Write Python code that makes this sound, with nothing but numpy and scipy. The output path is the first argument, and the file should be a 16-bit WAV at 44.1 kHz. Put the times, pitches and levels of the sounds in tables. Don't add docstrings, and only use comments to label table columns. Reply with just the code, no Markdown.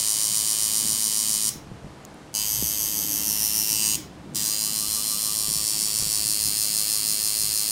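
import sys
import numpy as np
from scipy import signal
from scipy.fft import rfft, irfft, next_fast_len
from scipy.io import wavfile
from scipy.ndimage import map_coordinates

SR = 44100
rng = np.random.default_rng(int(sys.argv[2]) if len(sys.argv) > 2 else 0)


def ratio_of_db(decibels):
    return 10 ** (np.asarray(decibels, float) / 20)


def generate_wav(sig):
    pcm = np.round(np.clip(np.atleast_2d(sig).T, -1, 1) * 32767).astype(np.int16)
    wavfile.write(sys.argv[1], SR, pcm)


N = 340000

# [t/s, rate/blows per s]
SPEED = [
    [(0.009, 107.31), (0.55, 107.69), (1.119, 107.27), (1.489, 107.12)],
    [(2.341, 105.94), (2.664, 106.59), (2.986, 106.44), (3.309, 106.76), (3.631, 107.32), (3.954, 107.0)],
    [(4.347, 106.28), (4.72, 106.7), (5.094, 106.63), (5.467, 107.05), (5.841, 106.74), (6.214, 106.34),
     (6.961, 106.32), (7.707, 106.51)],
]
# [t/s, peak level/dB, f/Hz]
BUMPS = [(0.851, -31.5, 129), (0.891, -36, 131), (0.921, -35, 100), (1.557, -34, 129), (1.669, -36, 89),
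         (1.715, -28, 100), (1.845, -31, 110), (1.866, -33.5, 133), (1.978, -48, 159), (2.59, -32, 89),
         (2.625, -24.5, 131), (4.889, -37, 70), (5.482, -31, 114), (5.514, -31, 115), (5.556, -35, 120),
         (5.634, -43, 100), (5.993, -42, 109), (6.025, -29, 91), (6.064, -31, 108), (6.255, -32, 95.5),
         (6.452, -33, 100), (6.481, -33.5, 129), (6.533, -38, 100), (7.439, -32, 90.5)]
# [f/Hz, width/Hz, level/dB]
LINING = ([-56, -9, -19, -53, -22, -21, -12, -12], [(4140, 340, -1), (4730, 230, -4.5), (4810, 110, -2),
          (6000, 770, -5), (6700, 200, -14), (7300, 1000, -3.5), (7750, 170, 3), (8440, 1300, -3.5),
          (9280, 410, 5.5), (9850, 580, 0), (10800, 440, -3), (11500, 460, -7.5), (14400, 330, -11)])
RAISED = ([-20, -12, -26, -49, -19, -23.5, -11, -8.5], [(4850, 330, -2.5), (5860, 160, -4),
          (6130, 220, 3.5), (8200, 560, 0), (9500, 700, -5), (11430, 720, 2.5), (12300, 1100, 10),
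          (12600, 1700, 6), (14160, 770, -2.5)])
TURNED = ([-12, -9, -37, -16.5, -14, -15, -9, -9.5], [(4640, 91, 0.5), (5620, 310, 9), (7500, 870, -10.5),
          (8580, 430, 2.5), (9300, 650, 7), (12270, 630, 6), (13600, 780, -2), (14600, 700, -1)])
SWUNG = ([-15, -6.5, -13.5, -23, -20, -32.5, -7.5, -4.5], [(4100, 180, -3), (4850, 50, 5.5),
         (5680, 650, -3), (6600, 720, 0.5), (7520, 280, 2.5), (8370, 320, 3), (9950, 660, -1.5),
         (12400, 1400, -8), (14800, 330, -1.5)])
SHADING = ([-68, -2.5, -7, -34, -18.5, -23, -8.5, -5], [(4166, 93, 7.5), (4670, 90, 7), (5260, 260, 4.5),
           (5920, 97, -7), (7290, 350, 2), (7130, 590, 4.5), (7850, 480, 4), (8970, 550, 10.5),
           (9385, 580, 10), (9710, 350, 10), (10800, 560, 0.5), (12700, 1700, -1), (14700, 900, -11)])


def unit(x):
    return x / np.sqrt(np.mean(np.abs(x) ** 2) + 1e-20)


def along(points, hz):
    f, v = np.transpose(points)
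    return np.interp(np.log(hz + 1), np.log(f + 1), v)


def wobble(rate):
    knots = rng.standard_normal(int(N * rate / SR) + 4)
    return map_coordinates(knots, [np.arange(N) * rate / SR])


def noise(response):
    m = next_fast_len(N)
    colour = response(np.fft.rfftfreq(m, 1 / SR))
    return unit(irfft(rfft(rng.standard_normal(m)) * colour, m)[:N])


def causal(gain):
    cepstrum = irfft(np.log(np.abs(gain) + 1e-9))
    cepstrum[1:len(gain) - 1] *= 2
    cepstrum[len(gain):] = 0
    return np.exp(rfft(cepstrum))


def resonances(modes, hz, narrowest_hz=80, loss=.028):
    responses = []
    for k, (centre, width, db) in enumerate(modes):
        w = max(width, narrowest_hz, loss * centre)
        mode = 1j * hz * w / (centre * centre - hz * hz + 1j * hz * w)
        responses.append((-1) ** k * ratio_of_db(db) * mode)
    return responses


def machine():
    # [from t/s, to t/s]
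    held = [(0, 1.5), (2.3, 2.38), (2.5, 3.05), (3.4, 3.65), (3.82, 4.0), (4.3, 4.45), (4.9, 5.2),
            (5.7, 6.1), (6.45, 7.71)]
    # [side turned to the phone, treble left by the hand/dB per octave above 8600 Hz]
    facing = [(LINING, 0.1), (SWUNG, -1.9), (RAISED, 0.1), (TURNED, 0.1), (SWUNG, .1), (SWUNG, -0.61),
              (SHADING, 0.51), (SHADING, -3.5), (SHADING, 0.1)]
    # [t/s, delay/ms, level/dB]
    arm_bounce = [(2.34, .33, -22), (2.9, .3, -22), (3.6, .36, -18), (3.72, .36, -9), (3.95, .3, -9),
                  (4.35, .52, -7), (4.62, .41, -9), (4.8, .4, -18), (5.3, .4, -24)]
    # [f/Hz, width/Hz]
    frame_modes = [(870, 150), (1075, 80), (1200, 150), (1600, 150), (1830, 150), (2130, 150), (2660, 150),
                   (3050, 250)]
    # [f/Hz, level/dB per Hz]
    steel_crack = [(500, -56), (900, -24), (2500, -11.5), (4200, -6), (6000, 1.5), (9300, -6.5),
                   (11500, -5.5), (16500, -4)]
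    # [f/Hz, depth/dB]
    throb = [(1100, 1.8), (2650, -1.5), (5200, .9), (5850, 4), (6600, 1), (8500, .4), (9700, 2.7),
             (14500, .5)]
    shade_hz = 8600
    wet_from_hz = 830
    lead = SR // 2

    when, beat, db = strokes()
    chance = rng.standard_normal((len(when), 4))
    size = ratio_of_db(db + 0.38 * chance[:, 0]) * np.sqrt(SR / SPEED[0][0][1])
    hit = when + 0.00018 + 8e-6 * chance[:, 1]
    rebound = hit + .0033 + 9e-5 * np.sin(beat) + 3e-5 * chance[:, 2]
    shaken = hit + 2e-5 * chance[:, 3]
    s, delay_ms, bounce_db = np.transpose(arm_bounce)
    bounce = hit + np.interp(when, s, delay_ms) / 1000
    bounce_gain = ratio_of_db(np.interp(when, s, bounce_db, left=-40))
    paths = rng.standard_normal(SR // 70)

    out = np.zeros(N + 3 * SR)
    for k, ((frame_db, bar), shade_db) in enumerate(facing):
        this_grip = np.repeat(np.arange(len(held)) == k, 2)
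        share = np.interp(when, np.ravel(held), this_grip) ** .8
        on = share > 0
        first = int(when[on][0] * SR) - 64
        m = 2 * next_fast_len(int((np.ptp(when[on]) + .8) * SR / 2))
        hz = np.fft.rfftfreq(m, 1 / SR)
        lean = along(throb, hz) * np.log(10) / 20

        def train(at, gain):
            return rfft(pulses(at[on] - first / SR, (size * share * gain)[on], m))

        def throbbing(at):
            return train(at, 1) + lean * train(at, np.cos(beat - 1.2))

        low = [(c, w, level) for (c, w), level in zip(frame_modes, frame_db)]
        crack = unit(causal(ratio_of_db(along(steel_crack, hz))))
        modes = unit(sum(resonances(low, hz) + resonances(bar, hz)))
        rings = causal(np.hypot(np.abs(modes), ratio_of_db(-7.5) * np.abs(crack)))
        blows = throbbing(hit) + ratio_of_db(-12.0) * train(rebound, 1)
        soft = 1 / (1 + 1j * hz / 11000)
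        shade = causal(ratio_of_db(along([(shade_hz, 0), (2 * shade_hz, shade_db)], hz)))
        echoed = blows + soft * train(bounce, bounce_gain)
        ringing = echoed * rings * shade * spread(paths, m) * bending(hz)
        direct = ratio_of_db(-0.13) * ringing * (1 + ratio_of_db(-5) * nearby(m))
        to_walls = ratio_of_db(-11) * ringing * hz / (hz + wet_from_hz) + ratio_of_db(-4.5) * throbbing(shaken) * crack
        out[first + lead:][:m] += irfft(direct + to_walls * tail(m), m)
    return out[lead:lead + N]


def strokes():
    # [f/Hz, phase/rad, timing pull/cycles]
    ripple = (100.09, 2.83, .023)
    # [t/s, level/dB]
    nearness = [
        [(0.1, -26), (1.48, -26.5)],
        [(2.35, -27.5), (2.7, -27.5), (3.07, -28.5), (3.4, -26), (3.95, -26)],
        [(4.36, -27), (4.6, -28.5), (6.0, -27), (7.7, -27)],
    ]
    hz, phase, pull = ripple
    rows = []
    for run, (speed, near) in enumerate(zip(SPEED, nearness)):
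        s, rate = np.transpose(speed)
        start = s[0] if run else -.4
        t = np.arange(start, s[-1] + .003, 1 / SR)
        turns = np.cumsum(np.interp(t, s, rate)) / SR
        turns -= np.interp(s[0], t, turns)
        beat = 2 * np.pi * (turns - hz * t) + phase
        turns += pull * np.sin(beat)
        whole_turns = np.arange(np.round(turns[0]), np.floor(turns[-1]) + 1)
        when = np.interp(whole_turns, turns, t)
        db = np.interp(when, *np.transpose(near))
        db[0] -= 7
        rows.append([when, np.interp(when, t, beat), db])
    return np.hstack(rows)


def pulses(s, size, length):
    taps = np.floor(s * SR)[:, None] + np.arange(-7, 9)
    off = taps - s[:, None] * SR
    shape = np.sinc(off) * np.cos(np.pi * off / 16) ** 2
    return np.bincount(taps.astype(int).ravel(), (size[:, None] * shape).ravel(), length)


def spread(chance, m):
    t = np.arange(len(chance)) / SR
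    frame_t60, scatter_t60, scatter_db = 0.0072, 0.019, -21
    fade = ratio_of_db(-60 * t / frame_t60) + ratio_of_db(scatter_db - 60 * t / scatter_t60)
    parts = rfft(chance * fade, m)
    return parts / causal(parts)


def bending(hz):
    late_s, quick_hz = 0.001596, 8000
    delay = late_s * np.maximum(np.sqrt(quick_hz / (hz + 1000)) - 1, 0)
    return np.exp(-2j * np.pi * np.cumsum(delay) * hz[1])


def nearby(m):
    t = np.arange(SR // 100) / SR
    scatter = rng.standard_normal(len(t)) * ratio_of_db(-60 * t / .013) * (t > .0004)
    return rfft(scatter / np.linalg.norm(scatter), m)


def tail(m):
    # [f/Hz, t60/s]
    studio = [(800, 0.76), (3000, 0.44), (8000, 0.26), (15000, 0.24)]
    hz, t, z = signal.stft(rng.standard_normal(SR // 2), SR, nperseg=256)
    fade = ratio_of_db(-60 * t / along(studio, hz)[:, None])
    answer = signal.istft(z * fade, SR, nperseg=256)[1]
    return rfft(np.pad(answer / np.linalg.norm(answer), (60, 0)), m)


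def bumps():
    out, t = np.zeros(N + SR), np.arange(SR // 8) / SR
    knock_s, sag = 0.013, 0.69
    snap = np.exp(-t / 0.0023) * np.sin(2 * np.pi * 380 * t)
    heave = np.exp(-t / 0.027) * np.sin(2 * np.pi * 55 * t)
    for s, db, hz in BUMPS:
        u = t / knock_s
        cycles = hz * (t + sag * knock_s * (1 - np.exp(-2.2 * u)))
        knock = np.minimum(6 * u, 1) * np.exp(-u) * np.sin(2 * np.pi * cycles)
        snap_db = -36.5 + 1.74 * (db + 33.5)
        out[round(s * SR):][:len(t)] += ratio_of_db(db) * (knock + ratio_of_db(-11.5) * heave) + ratio_of_db(snap_db) * snap
    return out[:N]


def clicks():
    # [t/s, peak level/dB, ring f/Hz, t60/s]
    ticks = [
        (2.051, -31, 6860, 0.0079),
        (2.1435, -45, 9340, .014),
        (2.333, -38, 10500, 0.004),
        (4.338, -40, 8200, .008),
    ]
    out, t = np.zeros(N + SR), np.arange(SR // 20) / SR
    for s, db, hz, t60 in ticks:
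        grit = 0.58 * rng.standard_normal(len(t)) * ratio_of_db(-60 * t / 0.018)
        ring = np.sin(2 * np.pi * hz * t) + grit
        out[round(s * SR):][:len(t)] += ratio_of_db(db - 60 * t / t60) * ring
    return out[:N]


def rumble():
    # [f/Hz, level/dB per Hz]
    rumble_tone = [(12, -58), (20, -43), (54, -12), (75, -4.5), (92, -13), (140, -7.5), (180, -31),
                   (310, -120)]
    t = np.arange(N) / SR
    fumble_s, fumble_db = 0.062, -21.5
    fumble = np.sqrt(sum(ratio_of_db(2 * (db + fumble_db)) * np.exp(-((t - s) / fumble_s) ** 2) for s, db, hz in BUMPS))
    return (ratio_of_db(-54 + 1.7 * wobble(4.0)) + fumble) * noise(lambda hz: ratio_of_db(along(rumble_tone, hz)))


def drone():
    # [f/Hz, width/Hz, level/dB]
    wall_modes = [(145.4, 35, 1.5), (203.5, 27, 2.5), (306, 38, -0.5)]
    t = np.arange(N) / SR
    pass_s, pass_lasts_s, pass_db = 3.9, 1.12, 6
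    level_db = -50 + pass_db * np.exp(-((t - pass_s) / pass_lasts_s) ** 4)
    return ratio_of_db(level_db + 2.0 * wobble(6)) * noise(lambda hz: sum(resonances(wall_modes, hz, narrowest_hz=15)))


def engines():
    # [start t/s, length/s, f/Hz, glide/Hz per s, level/dB]
    engine_notes = [
        (2.302, 2, 61, 2.5, -54.5),
        (2.792, 1.3, 198.4, 8.5, -56),
        (2.821, 0.31, 308.5, -2.5, -52),
        (2.898, 0.424, 286.4, 11, -51),
        (4.204, 0.95, 235.3, 3, -52.5),
        (0.65, .9, 224.8, -3.5, -51.5),
    ]
    t = np.arange(N) / SR
    out = np.zeros(N)
    for s, length, hz, glide, db in engine_notes:
        pitch = hz + glide * (t - s) + 1.84 * wobble(9.3)
        to_edge = np.minimum(t - s, s + length - t)
        swell = np.clip(to_edge / (0.083 * length), 0, 1)
        out += swell * ratio_of_db(db + 4 + 1.1 * wobble(20)) * np.sin(2 * np.pi * np.cumsum(pitch) / SR)
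    return out


def room_air():
    # [f/Hz, level/dB per Hz]
    air_tone = [(150, -7), (250, 1), (800, -2), (2000, -12), (5000, -18.5), (9000, -23.5), (13000, -35),
                (15800, -54)]
    return ratio_of_db(-48 + wobble(2.83) / 2) * noise(lambda hz: ratio_of_db(along(air_tone, hz)))


def scene():
    return (machine() + bumps() + clicks() + rumble() + drone() + engines() + room_air())[None]


def band_limit(x):
    return signal.sosfilt(signal.butter(12, 16500, fs=SR, output="sos"), x)


def record(dry):
    edge = np.clip((15890 - np.fft.rfftfreq(N, 1 / SR)) / 250, 0, 1)
    mix = irfft(rfft(dry) * edge, N)
    return band_limit(mix)


dry = scene()
out = record(dry)
generate_wav(out)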